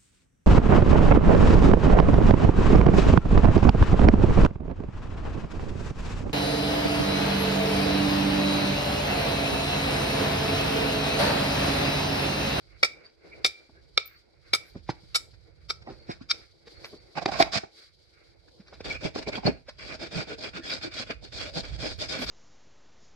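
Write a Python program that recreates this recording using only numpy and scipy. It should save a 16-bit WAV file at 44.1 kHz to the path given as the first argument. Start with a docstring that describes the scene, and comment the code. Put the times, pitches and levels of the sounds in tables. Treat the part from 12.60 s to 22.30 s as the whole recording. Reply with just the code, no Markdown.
"""A farrier's nippers, brush and rasp work a hoof in a yard, close to a microphone with two spaced ports.
The horn cracks between the jaws, which rattle shut and ring the steel handles; hands and tools bump and tick.
A brush sweeps the sole from the right, then quick rasp strokes tear the horn: the blade sings, the hoof groans.
Sleeves and apron rustle, and the yard walls send back a short echo.
A low rumble swells with thumps of the cuts and handling carried to the microphone."""
import sys
import numpy as np
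from scipy import signal
from scipy.fft import rfft, irfft
from scipy.io import wavfile
from scipy.ndimage import uniform_filter1d, map_coordinates

SR = 44100
rng = np.random.default_rng(int(sys.argv[2]) if len(sys.argv) > 2 else 0)


def put_to_file(sound):
    """Save the sound as 16-bit audio at rate SR, in the file named by the first command-line argument."""
    columns = np.atleast_2d(sound).T  # one column per channel
    safe = np.clip(columns, -1, 1)
    whole_steps = np.round(safe * 32767)
    wavfile.write(sys.argv[1], SR, whole_steps.astype(np.int16))


N = 427769

# Arm movements: start_s, length_s, rustle_db, hum_above_db, hiss_above_db
CLOTH_MOVES = [(0.086, 0.23, -67.5, -0.5, 0), (0.307, 0.14, -63.5, -2, -21), (0.65, 0.23, -61.5, 4, -7.5),
               (0.98, 0.041, -66.5, 2.5, -4), (1.14, 0.046, -76, 5.5, -19), (1.406, 0.14, -64, -18, -5),
               (1.867, 0.2, -64, -8, -3.5), (2.026, 0.048, -70, 0, 5), (2.386, 0.25, -67.5, -7, -3),
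               (2.641, 0.12, -75.5, -0.5, -7), (2.869, 0.45, -78, 11.5, -7), (3.323, 0.16, -68, 3, -7),
               (3.744, 0.096, -67, 2.5, 8.5), (3.955, 0.09, -91, 20, 3.5), (4.114, 0.21, -65, 1, 6.5),
               (4.356, 0.38, -72.5, 6, 6), (5.06, 0.031, -87, 13.5, -14), (5.176, 0.051, -61.5, -7, 1.5),
               (5.411, 0.029, -82.5, -0.5, 12), (5.545, 0.18, -68, -7.5, -3.5), (5.906, 0.088, -87, 20, 5),
               (6.035, 0.11, -77.5, 9, -3)]
# The cloth's middle, low and high layers: freq_hz, level_db
RUSTLE_SPECTRUM = [(850, -24), (1100, -1.5), (1900, -3), (2900, -6), (3450, -22)]
HUM_SPECTRUM = [(76, -42), (130, -16), (291, -11.5), (332, -0.5), (370, -6), (458, -4), (501, -5),
                (1100, -23), (1430, -53.5), (2420, -120)]
HISS_SPECTRUM = [(2600, -19), (3100, -7.5), (5000, -2.5), (6200, -15), (8500, -19.5), (12000, -28.5),
                 (15000, -38.5)]
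# Narrow bands in rustle and hiss: centre_hz, width_hz, gain_db
CLOTH_PEAKS = [(1450, 360, 7.5), (2220, 480, 13), (4000, 250, 5.5), (4590, 450, 8)]
# Low rumble, swelling with thumps of the cuts and handling carried to the microphone: time_s, level_db
RUMBLE_LEVEL = [(0.0, -65), (0.24, -56), (0.51, -73.5), (0.86, -55), (0.94, -76), (1.2, -60.5),
                (1.7, -71.5), (1.95, -56), (2.08, -69), (2.16, -54.5), (2.3, -54.5), (2.75, -60.5),
                (3.2, -54), (3.6, -59), (3.95, -66.5), (4.25, -58), (4.54, -61), (4.83, -46), (5.08, -71),
                (6.05, -64.5), (6.24, -49), (6.83, -54.5), (6.89, -36), (7.0, -64.5), (7.24, -53.5),
                (8.21, -57.5), (9.05, -46), (9.13, -36.5), (9.25, -43.5), (9.55, -50), (9.62, -48),
                (9.7, -44)]
# Colour of the rumble: freq_hz, level_db
RUMBLE_SPECTRUM = [(12, -40), (20, -21), (54, 8.5), (123, -1), (170, -4), (220, -23.5), (370, -120)]
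# Nipper cuts: start_s, level_db, rise_s, hold_s, t60_s, shut_after_s, rattle_above_db, steel_ring_db,
# then band gains against the ring band: jolt_db, thud_db, knock_db, crack_db, clang_db, treble_db
NIPPER_CUTS = [(0.23, -4.5, 0.00058, 0.0036, 0.024, 0.014, -4, -54.5, -18, -14.5, -14, -6, -5.5, -21),
               (0.8463, -7, 0.00066, 0.0021, 0.028, 0.013, -6.5, -53, -14.5, -18, -14, 1.5, -1, -14),
               (1.3756, -9, 0.00065, 0.0024, 0.011, 0.019, -26.5, -53.5, -20, -12.5, -8, 5.5, -1, -19.5),
               (1.934, -10, 0.00082, 0.0014, 0.034, 0.012, -3, -57, -12, -16, -10, 1, -1, -10),
               (2.5463, -23.5, 0.0009, 0.01, 0.012, 0.0094, 10, -75, -17, -18, -3, 6, 3, -6),
               (3.098, -28, 0.0044, 0.0058, 0.028, 0.017, -13, -67, -5, -14.5, 0, 5.5, 7, -10.5),
               (3.707, -15.5, 0.006, 0.0016, 0.022, 0.0084, -24, -81, -20, -30.5, -7.5, 2.5, 5, -15.5)]
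# Lingering rings of the steel handles: pitch_hz, level_db, t60_s
HANDLE_MODES = [(2200, -7, .17), (2270, -4, .26), (2338, -2, .33), (2365, -4, .28), (2420, -6, .2),
                (3540, -11, .16), (3725, -9, .24), (4290, -10, .2), (4530, -13, .24), (5050, -12, .16),
                (5290, -14, .12), (5580, -15, .16)]
# Colour common to all snaps: freq_hz, level_db
SNAP_SPECTRUM = [(60, -7), (150, -3), (280, 3), (420, 17), (800, 7.5), (1000, -3), (1800, -5), (2900, -8.5),
                 (5600, -0.5), (6500, -11), (8300, -11.5), (9200, -17.5), (11000, -7.5), (14000, -24.5),
                 (15000, -28)]
# Treble lift on the second burst of each snap, a bright hiss after the crack: freq_hz, gain_db
SECOND_BURST_LIFT = [(1000, -8), (3700, -7.5), (5200, -2), (7800, 8), (12000, 3)]
# Short rings of the jaws: centre_hz, width_hz, gain_db
JAW_PEAKS = [(1305, 260, 21), (2278, 300, 18.5), (3684, 440, 14.5), (4300, 180, 6.5), (4810, 310, 10),
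             (5286, 330, 8), (7800, 430, 9.5)]
# Bumps of hands, tools and hoof: start_s, peak_db, pitch_hz, t60_s, length_s, scuff_db
BUMPS = [(0.435, -55, 652, 0.03, 0.045, -62), (1.093, -49, 340, 0.1, 0.015, -72.5),
         (1.168, -56.5, 373, 0.044, 0.023, -75), (2.153, -29.5, 102.5, 0.0078, 0.026, -56),
         (2.291, -19.5, 289, 0.017, 0.013, -37), (2.292, -20, 707, .015, 0.0062, -60),
         (2.431, -47, 124, 0.067, 0.017, -81), (2.733, -52, 103, 0.045, 0.01, -59),
         (3.221, -49, 102, 0.065, 0.0049, -50), (3.269, -32.5, 760, 0.018, 0.04, -53),
         (3.29, -33.5, 386, 0.018, 0.042, -76), (3.49, -24, 300, 0.014, 0.018, -65),
         (3.497, -29.5, 740, .015, 0.02, -38.5), (3.609, -31.5, 280, 0.014, 0.018, -52.5),
         (4.069, -43, 466, 0.076, 0.01, -47.5), (4.243, -41, 456, 0.053, 0.012, -39.5),
         (4.33, -34.5, 367, 0.02, 0.021, -62), (4.573, -23, 830, 0.024, 0.017, -49),
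         (4.6588, -12, 764, 0.042, 0.003, -23.5), (4.663, -33, 326, 0.025, .005, -57.5),
         (4.688, -20, 790, .025, .01, -45), (4.96, -27.5, 205, 0.035, 0.02, -60),
         (4.719, -27, 770, 0.047, 0.008, -52), (4.801, -4, 774, 0.025, 0.012, -23.5),
         (4.823, -14, 864, 0.026, 0.0033, -16), (5.034, -28, 786, 0.013, 0.014, -59),
         (5.88, -49, 604, 0.04, 0.0087, -59), (5.996, -40.5, 203, 0.045, 0.015, -58.5),
         (6.068, -58, 104.4, 0.049, 0.016, -53), (6.126, -39, 535, 0.014, 0.019, -50),
         (6.204, -29.5, 456, 0.017, 0.0064, -43), (6.559, -21.5, 450, 0.0091, 0.0052, -43),
         (6.672, -29.5, 231, 0.017, 0.011, -52), (6.695, -28, 450, 0.011, .008, -47),
         (6.775, -30, 220, .02, 0.019, -60), (6.778, -26.5, 810, .015, 0.021, -56),
         (6.833, -30, 754, 0.019, .015, -58), (6.854, -15.5, 170, 0.058, 0.006, -54),
         (6.878, -11.5, 260, 0.037, 0.015, -54), (7.083, -36.5, 600, 0.033, 0.012, -40),
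         (8.502, -25.5, 500, 0.0094, 0.0077, -43)]
# Surfaces scuffing: freq_hz, level_db
SCUFF_SPECTRUM = [(300, -33.5), (550, -2.5), (1800, -4.5), (2900, -12.5), (5000, 2), (6200, -13.5),
                  (8500, -21), (12000, -43), (15000, -49.5)]
# Faint high chirps: start_s, peak_db, pitch_hz, length_s
CHIRPS = [(0.452, -44.5, 4630, 0.036), (.728, -41, 2270, 0.022), (0.97, -56, 4340, 0.037),
          (1.158, -54.5, 1640, 0.032), (1.5, -58, 1570, 0.075), (1.543, -54.5, 4510, 0.063),
          (3.36, -53, 4450, 0.13), (3.801, -52, 4880, 0.015), (4.162, -50, 4400, 0.047),
          (4.362, -50.5, 4510, 0.055)]
# Dry pivot of the nippers: time_s, level_db
SQUEAK_LEVEL = [(1.45, -85), (1.46, -30), (1.482, -37), (1.52, -93)]
# Soft swells of treble: start_s, level_db, length_s
SWISHES = [(2.051, -73.5, .04), (4.248, -68, 0.031), (4.791, -53, 0.021), (9.591, -59.5, 0.044)]
# Tool ticking on tool or horn: start_s, peak_db
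TICKS = [(3.492, -46.5), (4.2458, -27), (4.568, -42.5), (4.658, -15), (4.7205, -34.5), (4.825, -12),
         (4.9358, -23.5), (6.56, -29.5), (6.673, -36), (6.732, -26), (6.865, -20), (7.0938, -29.5),
         (8.502, -36), (9.1904, -34)]
# Strokes on the hoof: start_s, length_s, peak_place (0-1), slope_db_per_s (to and from the peak),
# level_db, hoof_above_db, teeth_above_db
BRUSH_STROKES = [(4.556, 0.041, 0.67, 567.5, -32, 1.5, -10), (4.61, 0.041, 0.4, 888, -39.5, 7, -2.5),
                 (4.678, 0.02, 0.54, 495.5, -40.5, 9, -2.5), (4.716, 0.1, 0.8, 31, -40, 3.5, 1),
                 (4.799, 0.024, 1, 85.5, -30, 5.5, 2), (4.84, 0.045, 0.66, 325.5, -52, 13.5, -16.5),
                 (4.922, 0.064, 0.54, 388.5, -29, -2, 4.5)]
RASP_STROKES = [(6.245, 0.086, 0.72, 149, -38.5, 0, 1), (6.342, 0.024, .5, 100, -43, -1.5, -1.5),
                (6.41, 0.081, 0.62, 403, -35.5, 4.5, 0), (6.548, 0.048, 0.96, 144, -40.5, 3, 1.5),
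                (6.615, 0.018, 0.74, 510, -43, 1.5, 0), (6.668, 0.026, 0.97, 499, -41, 10, 1),
                (6.722, 0.062, 0.57, 230, -40.5, 2.5, 0), (6.83, 0.13, 0.35, 560, -30, 6, -4),
                (7.188, 0.17, 0.84, 61, -44, 1.5, 0.5), (7.395, 0.08, 0.47, 233, -41.5, 3.5, 1.5),
                (7.513, 0.12, 0.61, 117, -39, 1, 0.5), (7.675, 0.071, 0.61, 287, -42, 4.5, 2),
                (7.785, 0.11, 0.48, 161, -42, 2, 1.5), (7.935, 0.066, 0.52, 347, -42, 3, 1),
                (8.035, 0.15, 0.56, 132, -40.5, 1, 4.5), (8.215, 0.067, 0.56, 251, -42, 1.5, 3.5),
                (8.315, 0.12, 0.7, 142, -39, -3, 0.5), (8.47, 0.023, 0.7, 103, -52, -3, -1),
                (8.498, 0.052, 0.21, 723, -32, -1.5, -6.5), (8.625, 0.059, 0.42, 292, -53.5, 6, 2.5),
                (8.725, 0.17, 0.55, 120, -41.5, 0, 5), (8.935, 0.077, 0.62, 345, -36, 2, 4.5),
                (9.035, 0.13, 0, 93, -48, 1.5, 3), (9.19, 0.15, 0.46, 171.5, -37, 1, 4.5),
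                (9.39, 0.084, 0.42, 295, -37, -1.5, 4.5), (9.49, 0.13, 0.38, 98, -37, -3, 2.5),
                (9.62, 0.028, 0.46, 513, -36.5, -0.5, 2.5), (9.665, 0.058, 0.6, 427, -35, -5, 6)]
# What a scrape sounds in (hoof under either tool, blade, teeth): freq_hz, level_db
BRUSHED_HOOF_SPECTRUM = [(65, -112), (110, -40.5), (151, 2), (189, -1.5), (367, -5), (509, -5), (693, 7),
                         (980, -9), (1100, 0), (1430, -57.5), (2420, -120)]
RASPED_HOOF_SPECTRUM = [(65, -24), (110, -2.5), (216, -1), (257, -1), (378, -1), (420, -0.5), (490, 0.5),
                        (734, -5), (1100, -14.5), (1430, -30), (2420, -120)]
BLADE_SPECTRUM = [(850, -16), (1050, 4), (1900, -1), (2900, -3), (3300, -22)]
TEETH_SPECTRUM = [(2700, -55), (3100, -13), (5000, 0), (6000, -11.5), (8300, -18.5), (9500, -32.5),
                  (12000, -34.5), (15000, -57)]
# Hollow rings of the hoof: centre_hz, width_hz, gain_db
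HOOF_PEAKS = [(294, 52, 4.5), (418, 21, 3), (633, 70, 6)]
# Narrow rings of the rasp blade: pitch_hz, level_db, t60_s
BLADE_MODES = [(1193, -53, 0.037), (1505, -45.5, 0.069), (1738, -50, 0.065), (2106, -55, 0.088),
               (2357, -46, 0.077), (2503, -42, 0.052), (2930, -37, .03), (3384, -30, 0.025),
               (3696, -32.5, 0.022), (4380, -40, 0.034), (4716, -34.5, 0.024), (5067, -38, 0.041),
               (5520, -44, 0.041)]
# The blade rings less as the free hand bears down on it: time_s, gain_db
BLADE_RING_LEVEL = [(4, -5.5), (7.9, -6.5), (8.1, -4.5), (9.7, -7.5)]
# The blade singing and the hoof groaning: start_s, peak_db, pitch_hz, length_s
BLADE_SINGS = [(6.305, -24.5, 2344, 0.021), (6.35, -32, 2440, 0.029), (6.44, -33, 2500, 0.017),
               (6.67, -32, 2320, 0.018), (6.725, -30.5, 2290, 0.024), (6.75, -31.5, 3340, .015),
               (6.865, -18.5, 4340, 0.012), (7.56, -34, 2450, 0.066), (7.71, -36, 1530, 0.034),
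               (7.835, -34.5, 2380, .04), (7.95, -38.5, 1430, 0.039), (8.03, -38, 1736, 0.044),
               (8.105, -33, 3850, .05), (8.235, -36, 1480, 0.046), (8.37, -34, 3950, 0.039)]
HOOF_GROANS = [(6.443, -25.5, 152, 0.031), (6.885, -23, 425, 0.029), (7.416, -35.5, 336, 0.048),
               (7.559, -26.5, 163, 0.04), (7.702, -34.5, 452.4, 0.041), (7.944, -38, 190, 0.028),
               (7.98, -33, 312, 0.034), (8.244, -29, 334, 0.021), (8.272, -31, 336, 0.0195),
               (8.394, -41, 240, 0.021), (8.827, -37, 585, 0.086), (8.965, -33.5, 180, 0.04),
               (9.229, -35, 583, 0.042), (9.409, -34.5, 630, 0.044), (9.535, -36, 526, 0.03),
               (9.59, -30.5, 241, .03)]
# What the yard walls send back: freq_hz, gain_db
WALL_SPECTRUM = [(200, -5), (600, -1), (1300, -4), (2300, 0.5), (3750, -3.5), (5000, -2.5), (10000, -0.5)]
# Resonances of the microphone housing: centre_hz, width_hz, gain_db
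HOUSING_PEAKS = [(1506, 460, 8), (2352, 710, 12), (3753, 810, 5), (4500, 6200, 4)]
# Balance of the two ports: freq_hz, left_minus_right_db
PORT_BALANCE = [(60, -9), (110, -11.5), (200, -1.5), (380, 1.5), (700, -3.5), (1280, -2.5), (2370, -1.5),
                (4370, 0), (8070, 3.5), (14900, 8.5)]

SNAP_BANDS_HZ = 170, 550, 1310, 2320, 3700, 5000, 10000   # jolt, thud, knock, ring, crack, clang, treble
BITE_DB_PER_S, LIFT_DB_PER_S = 2501, 1303   # how fast a tool takes hold and lets go


def amp(db):
    """Decibels to gain."""
    return 10 ** (np.asarray(db, float) / 20)


def rms_one(x):
    """Scale to an rms of 1."""
    return x / np.sqrt(np.mean(x ** 2) + 1e-20)


def level_curve(rows):
    """Level in dB at every sample; silent outside the rows."""
    time_s, db = np.transpose(rows)
    return np.interp(np.arange(N) / SR, time_s, db, left=-150, right=-150)


def colour(x, spectrum, peaks=()):
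    """Minimum-phase filter from a spectrum and resonant peaks."""
    hz, points = np.linspace(1, SR / 2, 4097), np.array(spectrum)
    db = np.interp(np.log(hz), np.log(np.maximum(points[:, 0], 1)), points[:, 1])
    db += sum(gain / (1 + (2 * (hz - centre) / width) ** 2) for centre, width, gain in peaks)
    cepstrum = irfft(db * np.log(10) / 20)
    cepstrum[1:4096] *= 2
    cepstrum[4097:] = 0
    response = irfft(np.exp(rfft(cepstrum)))[:4096]
    return signal.oaconvolve(x, response)[:N]


def band(x, spectrum, peaks=()):
    """Colour x, with -80 dB an octave beyond both ends of the spectrum; rms 1."""
    closed = [(spectrum[0][0] / 2, -80), *spectrum, (spectrum[-1][0] * 2, -80)]
    return rms_one(colour(x, closed, peaks)[:len(x)])


def drift(rate_hz):
    """Slow random wander of rms 1."""
    pole = np.exp(-80 * np.pi * rate_hz / SR)
    slow = signal.lfilter([1], [1, -2 * pole, pole * pole], rng.standard_normal(N // 40 + 2002))[2000:]
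    return np.interp(np.arange(N) / 40, np.arange(len(slow)), rms_one(slow))


def ring(x, hz, t60):
    """Resonator: a unit click sets a sine of height 1 ringing."""
    pole, angle = amp(-60 / (t60 * SR)), 2 * np.pi * hz / SR
    return signal.lfilter([0, np.sin(angle)], [1, -2 * pole * np.cos(angle), pole * pole], x + 1e-18)


def grains(per_s, spread_db, count=N):
    """Random clicks of uneven size; rms 1."""
    sizes = amp(spread_db * np.minimum(rng.exponential(1, count), 5)) * rng.choice([-1, 1], count)
    return rms_one(sizes * (rng.random(count) < per_s / SR))


def pulse(start, rise, t60, hold=0):
    """Samples and gains of an envelope that swells to 1, holds and dies."""
    t = np.arange(-4 * rise, hold + t60, 1 / SR)
    at = np.round((start + rise + t) * SR).astype(int)
    shape = np.where(t < 0, np.exp(t / rise), amp(-60 * np.maximum(t - hold, 0) / t60))
    return at[at < N], shape[at < N]


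def stroke(start, length, place, slope, bite, lift):
    """Samples and gains of a movement that takes hold, swells to 1, sags and lets go; rates in dB/s."""
    at = np.arange(max(int((start - .3) * SR), 0), min(int((start + length + .3) * SR), N))
    t = at / SR - start
    edges_db = bite * np.maximum(-t, 0) + lift * np.maximum(t - length, 0)
    return at, amp(-slope * np.abs(t - place * length) - edges_db)


def two_paths(x, radians):
    """Sound wraps round the body to each port by its own path: band by band one port leads or lags."""
    hz = np.arange(0, SR / 2 + 700, 700)
    chance = np.interp(np.fft.rfftfreq(len(x), 1 / SR), hz, rng.standard_normal(len(hz)))
    lead = radians * np.tanh(3.9 * chance)
    return irfft(rfft(x) * np.exp(1j * lead * [[1], [-1]]), len(x))


def moving(pair, wander_s, rate_hz):
    """The far port hears a moving source a little earlier or later."""
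    read_at = np.arange(N) + wander_s * SR * drift(rate_hz)
    return np.array([pair[0], map_coordinates(pair[1], [read_at], order=3, mode="nearest")])


def cloth(fade_db_per_s=251.5):
    """Sleeves and apron rub as the arms move: patchy rustle, hum and hiss."""
    levels = amp([[-79], [-70], [-70.5]]) * np.ones(N)   # the three layers when nothing moves
    for start, length, db, hum_db, hiss_db in CLOTH_MOVES:
        at, shape = stroke(start, length, .5, 0, fade_db_per_s, fade_db_per_s)
        levels[:, at] += amp([[db], [db + hum_db], [db + hiss_db]]) * shape
    rustle, hum, hiss = levels * amp([2.6 * drift(5.5) + 1.6 * drift(25) for layer in range(3)])
    out, shared = np.zeros((2, N)), grains(5000, 1.9)
    for port, shift in zip(out, (9, -9)):
        rubbing = np.roll(shared, shift) + 6.9 * rng.standard_normal(N)
        port += rustle * band(rubbing, RUSTLE_SPECTRUM, CLOTH_PEAKS)
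        port += hiss * band(rubbing, HISS_SPECTRUM, CLOTH_PEAKS)
        port += hum * band(rubbing, HUM_SPECTRUM)
    return out


def rumble():
    """Low rumble, each port's own, swelling with thumps of cuts and handling carried to the microphone."""
    swell = amp([level_curve(RUMBLE_LEVEL) + 1.5 * drift(6.8) for port in range(2)])
    return swell * [band(rng.standard_normal(N), RUMBLE_SPECTRUM) for port in range(2)]


def burst(noise, start, db, rise, t60, hold=0):
    """A pulse of noise with the energy of its envelope, scaled by db."""
    out = np.zeros(len(noise))
    at, shape = pulse(start, rise, t60, hold)
    shaped = shape * noise[at]
    out[at] = amp(db) * shaped * np.linalg.norm(shape) / np.linalg.norm(shaped)
    return out


def evened(x):
    """A burst with its chance peaks and holes filtered flat, at the same energy."""
    hz = np.arange(150, 16000, 150)
    power = uniform_filter1d(np.abs(rfft(x)) ** 2, size=100)[hz * len(x) // SR]
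    flat = colour(x, np.column_stack([hz, -10 * np.log10(power)]))[:len(x)]
    return flat * np.linalg.norm(x) / np.linalg.norm(flat)


def nippers(lead_s=.02):
    """The horn cracks, then the jaws rattle shut; both ring the steel, which wavers in the grip."""
    out, size = np.zeros((2, N)), SR // 3
    for start, db, rise, hold, t60, shut, rattle_db, ring_db, *bands_db in NIPPER_CUTS:
        noise = grains(16000, 0.49, size)
        crack = burst(noise, lead_s, db, rise, t60, hold)
        crack[round((lead_s + rise) * SR)] += amp(db + 1.5)   # the horn gives way with one click
        rattle = burst(noise, lead_s + .0005 + shut, db + rattle_db, rise=.003, t60=.055)
        force = evened(crack) + colour(evened(rattle), SECOND_BURST_LIFT)[:size]
        cut_spectrum = list(zip(SNAP_BANDS_HZ, bands_db[:3] + [0] + bands_db[3:]))
        blow = colour(force, cut_spectrum)[:size]
        snap = colour(blow, SNAP_SPECTRUM, JAW_PEAKS)[:size]
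        steel = sum(amp(level + rng.normal(0, 3.3)) * ring(force, hz * rng.normal(1, 0.003), decay)
                    for hz, level, decay in HANDLE_MODES)
        grip = amp(ring_db + 3.0 * drift(45)[:size])
        first = round((start - lead_s) * SR)
        out[:, first:first + size] += two_paths(grip * steel + snap, radians=0.88)
    return out


def bumps():
    """A short push rings a dull body; the surfaces scuff just after."""
    out, scuff, push = np.zeros(N), np.zeros(N), rng.standard_normal(N)
    small_body = signal.butter(2, [140, 3500], "band", fs=SR)   # radiates no deep bass and no treble
    for start, db, hz, t60, length, scuff_db in BUMPS:
        at, shape = pulse(start, 0.00036 + 0.12 * length, length * 2.8)
        hit = np.pad(push[at] * shape, (0, SR // 8))
        side_modes = ring(hit, hz * rng.uniform(0.77, 2.8), t60 * 0.36) + ring(hit, hz * 0.5, t60)
        body = signal.lfilter(*small_body, ring(hit, hz, t60) + 0.22 * side_modes)
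        out[at[0]:at[0] + len(body)] += amp(db) * body / np.abs(body).max()
        at, shape = pulse(start + length * 0.12, length * 0.74, length * 6)
        scuff[at] += amp(scuff_db) * shape
    return out + scuff * band(grains(5000, 1.4), SCUFF_SPECTRUM, HOUSING_PEAKS)


def brief_tones(events, t60):
    """Chirps, sings or groans: noise twice through a narrow resonance, swelling and fading."""
    out, white = np.zeros(N), rng.standard_normal(N)
    for start, db, hz, length in events:
        at, shape = pulse(start, length / 3, length * 3)
        tone = shape * ring(ring(white[at], hz, t60), hz, t60)
        out[at] += amp(db) * tone / np.abs(tone).max()
    return out


def pivot_squeak():
    """The nippers' dry pivot gives a thin, uneven hiss near 15 kHz."""
    hiss = band(grains(4000, 8.1), [(13200, -26), (14000, -26), (14900, 0), (15300, -23)])
    return amp(level_curve(SQUEAK_LEVEL)) * hiss


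def swishes():
    """Airy hiss above 9 kHz that swells and fades."""
    level = np.zeros(N)
    for start, db, length in SWISHES:
        at, shape = pulse(start, length / 2, length * 4, hold=length / 2)
        level[at] += amp(db) * shape
    return level * band(grains(6000, 2.0), [(9000, -11.5), (10500, 0.5), (13500, -3.5), (15000, -14.5)])


def ticks():
    """Tool meets tool or horn in short dry cracks with the colour of the scuffs."""
    out, noise = np.zeros(N), band(rng.standard_normal(N), SCUFF_SPECTRUM, HOUSING_PEAKS)
    for start, db in TICKS:
        at, shape = pulse(start, rise=0.00032, t60=0.0048)
        tick = shape * noise[at]
        out[at] += amp(db) * tick / np.abs(tick).max()
    return out


def scrape(strokes, hoof_spectrum, per_s, spread_db, flutter_db, drag_db, shared_gain,
           hoof_peaks=(), modes=()):
    """Dense grains of friction sound in tool and hoof; each port is nearer to other teeth or bristles."""
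    levels = np.zeros((3, N))
    for start, length, place, slope, db, hoof_db, teeth_db in strokes:
        at, shape = stroke(start, length, place, slope, BITE_DB_PER_S, LIFT_DB_PER_S)
        levels[:, at] += amp([[db], [db + teeth_db], [db + hoof_db]]) * shape
    levels += amp(drag_db) * uniform_filter1d(levels, int(0.29 * SR), axis=1)   # drag between strokes
    levels *= amp([2.0 * drift(23) for layer in range(3)])
    levels = uniform_filter1d(levels, size=180, axis=1)   # teeth engage within a few ms
    busy = slice(*np.flatnonzero(levels[0] > 1e-7)[[0, -1]])
    count = busy.stop - busy.start
    blade, teeth, hoof = levels[:, busy]
    flutter, shared = amp(flutter_db * drift(31)[busy]), grains(per_s, spread_db, count)
    # as the contact moves, each mode of the tool swells and fades by itself
    swells_db = [(level_curve(BLADE_RING_LEVEL) + 9.9 * np.tanh(1.9 * drift(9)))[busy] for mode in modes]
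    out = np.zeros((2, N))
    for port in out:
        tear = grains(per_s, spread_db, count) * flutter
        ringing = sum(amp(db + swell) * ring(tear, hz, t60)
                      for (hz, db, t60), swell in zip(modes, swells_db))
        port[busy] += blade * band(tear + ringing, BLADE_SPECTRUM, HOUSING_PEAKS)
        port[busy] += teeth * band(tear + ringing, TEETH_SPECTRUM, HOUSING_PEAKS)
        port[busy] += hoof * band(tear + shared_gain * shared * flutter, hoof_spectrum, hoof_peaks)
    return out


def brush():
    """Bristles sweep the sole in fine grains."""
    return scrape(BRUSH_STROKES, BRUSHED_HOOF_SPECTRUM, per_s=9000, spread_db=2.8, flutter_db=2.0,
                  drag_db=-30.5, shared_gain=1.0)


def rasp():
    """Steel teeth tear the horn, ringing the blade and the hollow hoof."""
    return scrape(RASP_STROKES, RASPED_HOOF_SPECTRUM, per_s=5000, spread_db=2.96, flutter_db=1.05,
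                  drag_db=-18, shared_gain=0.46, hoof_peaks=HOOF_PEAKS, modes=BLADE_MODES)


def groans_and_sings():
    """The hoof groans under a heavy stroke; the blade sings out as teeth catch."""
    return brief_tones(HOOF_GROANS, t60=0.053) + brief_tones(BLADE_SINGS, t60=0.014)


def wall_echo(x, t60=0.25, level_db=-12):
    """The yard walls send a short diffuse tail to each port."""
    t, reflected = np.arange(0, t60, 1 / SR), colour(x, WALL_SPECTRUM)
    tails = rng.standard_normal((2, len(t))) * amp(-60 * t / t60) * np.clip(t / 0.0025, 0, 1)
    echoes = [signal.oaconvolve(reflected, tail / np.linalg.norm(tail))[:N] for tail in tails]
    return amp(level_db) * np.array(echoes)


def scene():
    """The hoof work close by, with wall echo, cloth and low rumble, as it reaches the two ports."""
    tools = nippers() + pivot_squeak() + swishes()
    hands = bumps() + ticks() + brief_tones(CHIRPS, t60=0.014)
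    brushing, rasping, tones = brush(), rasp(), groans_and_sings()
    near = tools + rasping
    near += moving(two_paths(hands, radians=0.49), wander_s=0.000401, rate_hz=3.0)
    near += moving([tones, tones], wander_s=0.000637, rate_hz=3.45)
    near += amp([[-1.5], [1.5]]) * brushing   # from the right
    echo = wall_echo(tools.mean(axis=0) + hands + brushing[0] + rasping[0] + tones)
    return near + echo + cloth() + rumble()


def record(dry, ceiling=.86, cutoff_hz=15700):
    """The microphone: each port has its own colour, the input rounds the peaks, the top is cut."""
    ports = [colour(x, [(hz, sign * db / 2) for hz, db in PORT_BALANCE]) for x, sign in zip(dry, (1, -1))]
    rounded = ceiling * np.tanh(np.array(ports) / ceiling)
    return signal.sosfilt(signal.cheby2(12, 70, cutoff_hz, fs=SR, output="sos"), rounded)


dry = scene()
out = record(dry)
put_to_file(out)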